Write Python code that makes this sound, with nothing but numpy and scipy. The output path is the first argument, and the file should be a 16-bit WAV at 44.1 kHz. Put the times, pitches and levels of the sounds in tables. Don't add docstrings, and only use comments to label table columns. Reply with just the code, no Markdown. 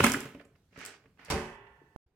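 import sys
import numpy as np
from scipy import signal
from scipy.fft import rfft, irfft
from scipy.io import wavfile
from scipy.ndimage import uniform_filter1d

SR = 44100
rng = np.random.default_rng(int(sys.argv[2]) if len(sys.argv) > 2 else 0)


def waveform_to_disk(signal):
    frames = np.transpose(np.atleast_2d(signal))
    scaled = np.clip(frames, -1, 1) * 32767
    samples = np.round(scaled).astype(np.int16)
    wavfile.write(sys.argv[1], SR, samples)


def invert_db(x):
    u = np.asarray(x, float) / 20
    return 10 ** u


N = 94815

# (time [s], knock [dB], thud [dB], tick [dB])
BOOK_BLOWS = [(.003, -16, -17, -55), (.026, -54, -31.5, -50), (.038, -14, -28, -26.5),
              (.043, -15.5, -14, -17), (.058, -24, -21, -32), (.065, -25, -25.5, -22.5),
              (.098, -32, -34.5, -27), (.119, -42, -39.5, -21.5), (.137, -28, -43.5, -28),
              (.167, -44, -27.5, -54.5), (.255, -44, -33, -49), (.205, -53, -54.5, -33),
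              (.347, -47.5, -37.5, -64.5), (.411, -52.5, -63, -68), (.452, -62.5, -51, -68)]
CONTACT_DECAY = .004, 0.0033, 0.0015
# (pitch [Hz], level [dB], time to fall 60 dB [s])
BIN_BODY = [(93, -15.5, .08), (175.7, 0, 0.11), (230, -2, .06), (272, -4.5, 0.16), (381, 1.5, .056),
            (434, 2, 0.049), (550, -1.5, .08)]
# (frequency [Hz], level [dB per Hz])
BIN_WALL = [(290, -26), (500, -10.5), (1290, -2), (1490, -6), (2560, -5), (3720, -23.5), (6000, -23),
            (7800, -45.5), (13200, -120)]
# (frequency [Hz], level [dB per Hz])
TICK_TONE = [(3000, -41.5), (5000, -5.5), (6300, -9), (7800, -4.5), (10500, -10), (12000, -12),
             (16400, -20)]
# (time [s], level [dB])
BAG_LEVEL = [(0, -35), (.03, -36.5), (.045, -27.5), (.15, -46.5), (.22, -50), (.45, -80.5)]
# (frequency [Hz], level [dB per Hz])
BAG_TONE = [(300, -2.5), (1500, -1), (3000, 1), (4200, -10.5), (9000, -14.5), (16000, -19.5)]
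# (time [s], level [dB], pitch [Hz], time to fall 60 dB [s])
THUMPS = [(.002, -3, 421, 0.017), (0.019, -19, 104, 0.074), (.040, -11, 230, 0.089),
          (0.067, -18, 253, 0.06), (0.093, -21.5, 230, 0.067), (.110, -28, 277, 0.084),
          (0.142, -25, 272, .1), (0.163, -26.5, 135, 0.054), (.226, -34, 265, 0.062),
          (0.249, -41.5, 135, 0.13), (0.344, -44, 274, 0.17), (0.379, -45, 288, 0.13),
          (0.515, -57, 142.8, 0.089), (0.549, -60.5, 140.5, .1), (1.320, -25.5, 70, 0.19),
          (1.321, -27.5, 298, 0.069), (1.337, -29.5, 190, 0.15), (1.601, -53.5, 110.7, 0.23),
          (1.70, -58, 64, 0.26), (1.781, -61, 140, 0.43)]
# (time [s], level [dB], pitch [Hz])
TAPS = [(0.064, -28, 1852), (.142, -30, 1660), (.396, -53.5, 1828), (0.396, -61, 2600), (.400, -57, 593),
        (0.409, -72, 4170), (.445, -71, 2184), (0.448, -71, 8500), (0.552, -67.5, 2040), (.556, -71, 1094),
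        (.558, -81, 4510), (0.727, -67.5, 2317), (.762, -54, 1660), (0.804, -52.5, 1770),
        (0.826, -53.5, 1950), (.842, -65, 1600), (0.849, -57, 5060), (1.045, -65.5, 550),
        (1.190, -59, 1784), (1.255, -58, 4840), (1.308, -42, 4890), (1.317, -40.5, 4940),
        (1.667, -58, 2100), (1.814, -56, 376), (1.837, -61.5, 150)]
# (time [s], knock [dB], thud [dB], tick [dB])
PEDAL_BLOWS = [(0.726, -66, -53.5, -84.5), (0.76, -50, -53, -76.5), (.776, -52, -44, -58),
               (0.79, -50.5, -72, -49.5), (0.814, -43.5, -59.5, -52.5), (.851, -81.5, -78.5, -36),
               (0.861, -61.5, -59.5, -35), (1.039, -63.5, -61, -86.5), (1.057, -58.5, -54, -96),
               (1.173, -63.5, -81, -93), (1.193, -53, -54, -82.5), (1.249, -67, -61, -48),
               (1.283, -46.5, -35.5, -83.5)]
# (time [s], level [dB])
SCRAPE_LEVEL = [(.71, -80.5), (.76, -62.5), (.81, -49.5), (.885, -51), (.90, -54.5), (.97, -62.5)]
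# (frequency [Hz], level [dB per Hz])
SCRAPE_TONE = [(60, -24), (260, -6), (450, -2), (900, -8), (1750, 0), (2800, -5.5), (3700, -12.5),
               (6000, -13), (8000, -23), (16000, -53.5)]
# (time [s], level [dB])
SWING_LEVEL = [(1.182, -75), (1.198, -59), (1.24, -61), (1.28, -57), (1.298, -48.5)]
# (frequency [Hz], level [dB per Hz])
SWING_TONE = [(100, -11), (400, -4), (900, -3), (1900, -0.5), (2900, -7), (3700, -16), (5000, -17.5),
              (8000, -34)]
# (time [s], knock [dB], thud [dB], tick [dB])
SLAM_BLOWS = [
    (1.3015, -27, -19, -31),
    (1.308, -29, -17.5, -32),
    (1.320, -26.5, -20.5, -57),
    (1.330, -38, -18.5, -44),
    (1.341, -33, -17.5, -51),
    (1.385, -55, -24, -80),
]
# (pitch [Hz], level [dB], time to fall 60 dB [s])
LID_RING = [(436, -16, 0.4), (579, -11.5, 0.66), (770, -0.5, 0.37), (972, -11, 0.81), (1061, -11, 0.75),
            (1213, -8, 0.64), (1576, -15.5, 0.84), (710, -14, 1.27), (1750, -17, 1.6), (1782, -14.5, 1.68),
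            (1976, -13, 1.2), (2095, -11, .75), (2285, -20, 1.2), (2590, -12, 0.81)]
# (pitch [Hz], level [dB], time to fall 60 dB [s])
LID_BODY = [(42.8, -10, 0.59), (69.6, -23, 0.35), (89, 0.5, .25), (135, -19, 0.49), (172.2, -2.5, 0.39),
            (223.6, -5, 0.31), (274.6, -6.5, 0.13), (367, -2, 0.2), (398.4, -10, 0.92), (436.5, -2.5, 0.32),
            (556, -6.5, 0.17)]
# (frequency [Hz], level [dB per Hz])
LID_WALL = [(300, -2.5), (550, -0.5), (1100, 1), (2800, -5.5), (3700, -13), (5000, -11), (9000, -18),
            (16000, -35)]
# (time [s], level [dB])
RATTLE_LEVEL = [(1.3005, -33.5), (1.312, -32.5), (1.33, -38.5), (1.36, -42), (1.56, -67)]
# (frequency [Hz], time to fall 60 dB [s])
ROOM_T60 = [(60, 0.31), (250, 0.55), (1000, .5), (3000, 0.47), (8000, 0.22), (14000, 0.19)]
# (frequency [Hz], level against direct sound [dB])
ROOM_TONE = [(60, -2.5), (250, -3.5), (1000, -7), (3000, -10), (8000, -4), (14000, -5)]
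# (frequency [Hz], level [dB per Hz])
AIR_TONE = [(25, -15.5), (50, -5.5), (80, 2), (150, -3.5), (300, -12), (1200, -25.5), (2500, -30.5),
            (3700, -32), (16000, -40.5)]
# (frequency [Hz], level [dB per Hz])
NEXT_AIR_TONE = [(15, -33.5), (25, 1), (293, -14), (394, -1.5), (516, -19), (734, -16.5), (1100, -24),
                 (16000, -50.5)]
# (frequency [Hz], side against mid [dB])
STEREO_WIDTH = [(60, -21), (180, -23), (350, -18), (700, -9), (1400, -6), (2800, -2), (5000, 0)]
# (frequency [Hz], left minus right [dB])
STEREO_LEAN = [(400, -.8), (700, -2), (1400, -6), (2800, -5.5), (5600, -2), (10000, 1), (14000, -2)]

CUT_S, RESUME_S = 1.9631, 2.062


def evened(x):
    return x / np.sqrt(np.mean(x ** 2) + 1e-20)


def unit(h):
    return h / np.linalg.norm(h)


def read(points, hz):
    f, value = np.transpose(points)
    return np.interp(np.log(hz + 1), np.log(f + 1), value)


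def colour(points):
    hz = abs(np.fft.fftfreq(8192, 1 / SR))
    log_gain = np.log(invert_db(read(points, hz)))
    phase = -signal.hilbert(log_gain).imag
    return unit(np.fft.ifft(np.exp(log_gain + 1j * phase)).real[:4096])


def ring(modes):
    t = np.arange(40000) / SR
    total = np.zeros(len(t))
    for hz, db, t60 in modes:
        pair = np.sin(2 * np.pi * hz * t) + 0.4 * np.sin(2 * np.pi * hz * 1.009 * t)
        total += invert_db(db - 60 * t / t60) * pair
    return unit(total)


def wall(points, blur_db, t60, count=200):
    place, weakness, life = rng.random((count, 3)).T
    hz = 300 + 3300 * (np.arange(count) + place) / count
    level = read(points, hz) - 10 * weakness
    crowd = ring(zip(hz, level, t60 * (0.61 + life) * (1000 / hz) ** 0.16))
    crack = np.pad(colour(points), (0, len(crowd) - 4096))
    return unit(crack + invert_db(blur_db) * crowd)


def hits(blows, shell, body):
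    drive = np.zeros((3, 2, N + 2000))
    t = np.arange(1500) / SR
    noise = rng.standard_normal((len(blows), 3, 2, 1500))
    for (start, *levels), burst in zip(blows, noise):
        at = round(start * SR)
        for k, decay in enumerate(CONTACT_DECAY):
            shape = np.minimum(t / decay / 0.36, 1) * np.exp(-t / decay)
            drive[k, :, at:at + 1500] += invert_db(levels[k]) * burst[k] * shape
    parts = zip(drive, (shell, body, colour(TICK_TONE)))
    return sum(signal.fftconvolve(push, part[None], axes=1)[:, :N] for push, part in parts)


def slips(curve, tone):
    slips_per_s, spread_db = 4000, 2.5
    t = np.arange(N) / SR
    level = invert_db(np.interp(t, *np.transpose(curve), left=-120, right=-120))
    size = invert_db(spread_db * np.minimum(rng.exponential(1, (2, N)), 4))
    sign = rng.choice([-1, 1], (2, N))
    happens = rng.random(N) < slips_per_s / SR
    grains = size * sign * happens
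    return level * evened(signal.fftconvolve(grains, colour(tone)[None], axes=1)[:, :N])


def air(points, db):
    frames, hz = N // 256 + 5, np.fft.rfftfreq(1024, 1 / SR)
    a, b, c, d, patches = rng.standard_normal((frames, 513, 5)).T
    patches = evened(uniform_filter1d(uniform_filter1d(patches, 10, 0), 8, 1))
    z = np.array([a + 1j * b, c + 1j * d]) * invert_db(read(points, hz)[:, None] + 2 * patches)
    return invert_db(db) * evened(signal.istft(z, nperseg=1024, noverlap=768)[1][:, :N])


def bag():
    return slips(BAG_LEVEL, BAG_TONE)


def thumps():
    rise_s = 0.0035
    t = np.arange(N) / SR
    total = np.zeros(N)
    for start, db, hz, t60 in THUMPS:
        u = np.maximum(t - start, 0)
        swell = 1 - np.exp(-u / rise_s)
        total += invert_db(db - 60 * u / t60) * swell * np.sin(2 * np.pi * hz * u)
    return total * np.array([[1], [0.6]])


def room(x):
    clicks = np.zeros((2, SR))
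    at = np.arange(200, SR - 20, 20) + rng.integers(0, 20, (2, (SR - 201) // 20))
    np.put_along_axis(clicks, at, rng.choice([-1., 1.], at.shape), 1)
    hz, t, z = signal.stft(clicks, SR, nperseg=512)
    t60 = read(ROOM_T60, hz)[:, None]
    fade = invert_db(read(ROOM_TONE, hz)[:, None] - 60 * t / t60)
    fade = fade / np.sqrt(t60 * SR / 276)
    tail = signal.istft(z * fade, SR, nperseg=512)[1]
    return signal.fftconvolve(x[:1], tail, axes=1)[:, :N]


def spread(pair):
    hz = np.fft.rfftfreq(pair.shape[1], 1 / SR)
    mid, side = rfft(pair)
    side = side * invert_db(read(STEREO_WIDTH, hz))
    lean = invert_db(read(STEREO_LEAN, hz) / 2)
    return irfft(np.array([(mid + side) * lean, (mid - side) / lean]), pair.shape[1])


def taps():
    swell_s, width = 0.0031, 0.39
    out, t = np.zeros((2, N)), np.arange(2500) / SR
    shape = np.e * t / swell_s * np.exp(-t / swell_s)
    for (start, db, hz), noise in zip(TAPS, rng.standard_normal((len(TAPS), 2, len(t)))):
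        edges = [hz * (1 - width / 2), hz * (1 + width / 2)]
        band = signal.butter(2, edges, "band", fs=SR, output="sos")
        out[:, round(start * SR):][:, :len(t)] += invert_db(db) * evened(signal.sosfilt(band, noise)) * shape
    return out


def scrape():
    return slips(SCRAPE_LEVEL, SCRAPE_TONE)


def swing():
    return slips(SWING_LEVEL, SWING_TONE)


def slam():
    sheet = wall(LID_WALL, blur_db=15.5, t60=0.87)
    body = unit(ring(LID_BODY) + invert_db(-12) * ring(LID_RING))
    return hits(SLAM_BLOWS, sheet, body) + slips(RATTLE_LEVEL, LID_WALL)


def scene_change(t):
    since = t - 1.9616
    pop = invert_db(-24.5) * np.exp(-.5 * (since / 0.0002) ** 2)
    step = invert_db(-38) * np.clip((since - .0004) / .001, 0, 1) * (t < CUT_S)
    left = invert_db(-51) * np.sin(2 * np.pi * 1300 * since) * (abs(since - .0005) < .001)
    u = np.maximum(t - RESUME_S, 0)
    thump = invert_db(-61) * np.sin(2 * np.pi * 71 * u) * np.exp(-u / 0.012)
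    return np.array([left, pop + step]) + thump


def scene():
    t = np.arange(N) / SR
    bin_shell, bin_body = wall(BIN_WALL, blur_db=-14.5, t60=0.1), ring(BIN_BODY)
    book = hits(BOOK_BLOWS, bin_shell, bin_body)
    pedal = hits(PEDAL_BLOWS, bin_shell, bin_body)
    near = book + bag() + taps() + pedal + scrape() + swing() + slam()
    low = thumps()
    echo = room(near + invert_db(-8) * low)
    shot = spread(near + low + echo + air(AIR_TONE, -70))
    low_cut = signal.butter(3, 42, "high", fs=SR, output="sos")
    shot = signal.sosfilt(low_cut, shot) * (t < CUT_S)
    fade_in = np.clip((t - RESUME_S) / 0.0029, 0, 1)
    return shot + spread(air(NEXT_AIR_TONE, -76.5)) * fade_in + scene_change(t)


def roll_off(x):
    return signal.sosfilt(signal.butter(12, 16540, fs=SR, output="sos"), x)


def record(dry):
    low_pass = signal.firwin(255, 16300, window=("kaiser", 8), fs=SR)
    mix = signal.oaconvolve(dry, low_pass[None], "same")
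    return roll_off(mix)


dry = scene()
out = record(dry)
waveform_to_disk(out)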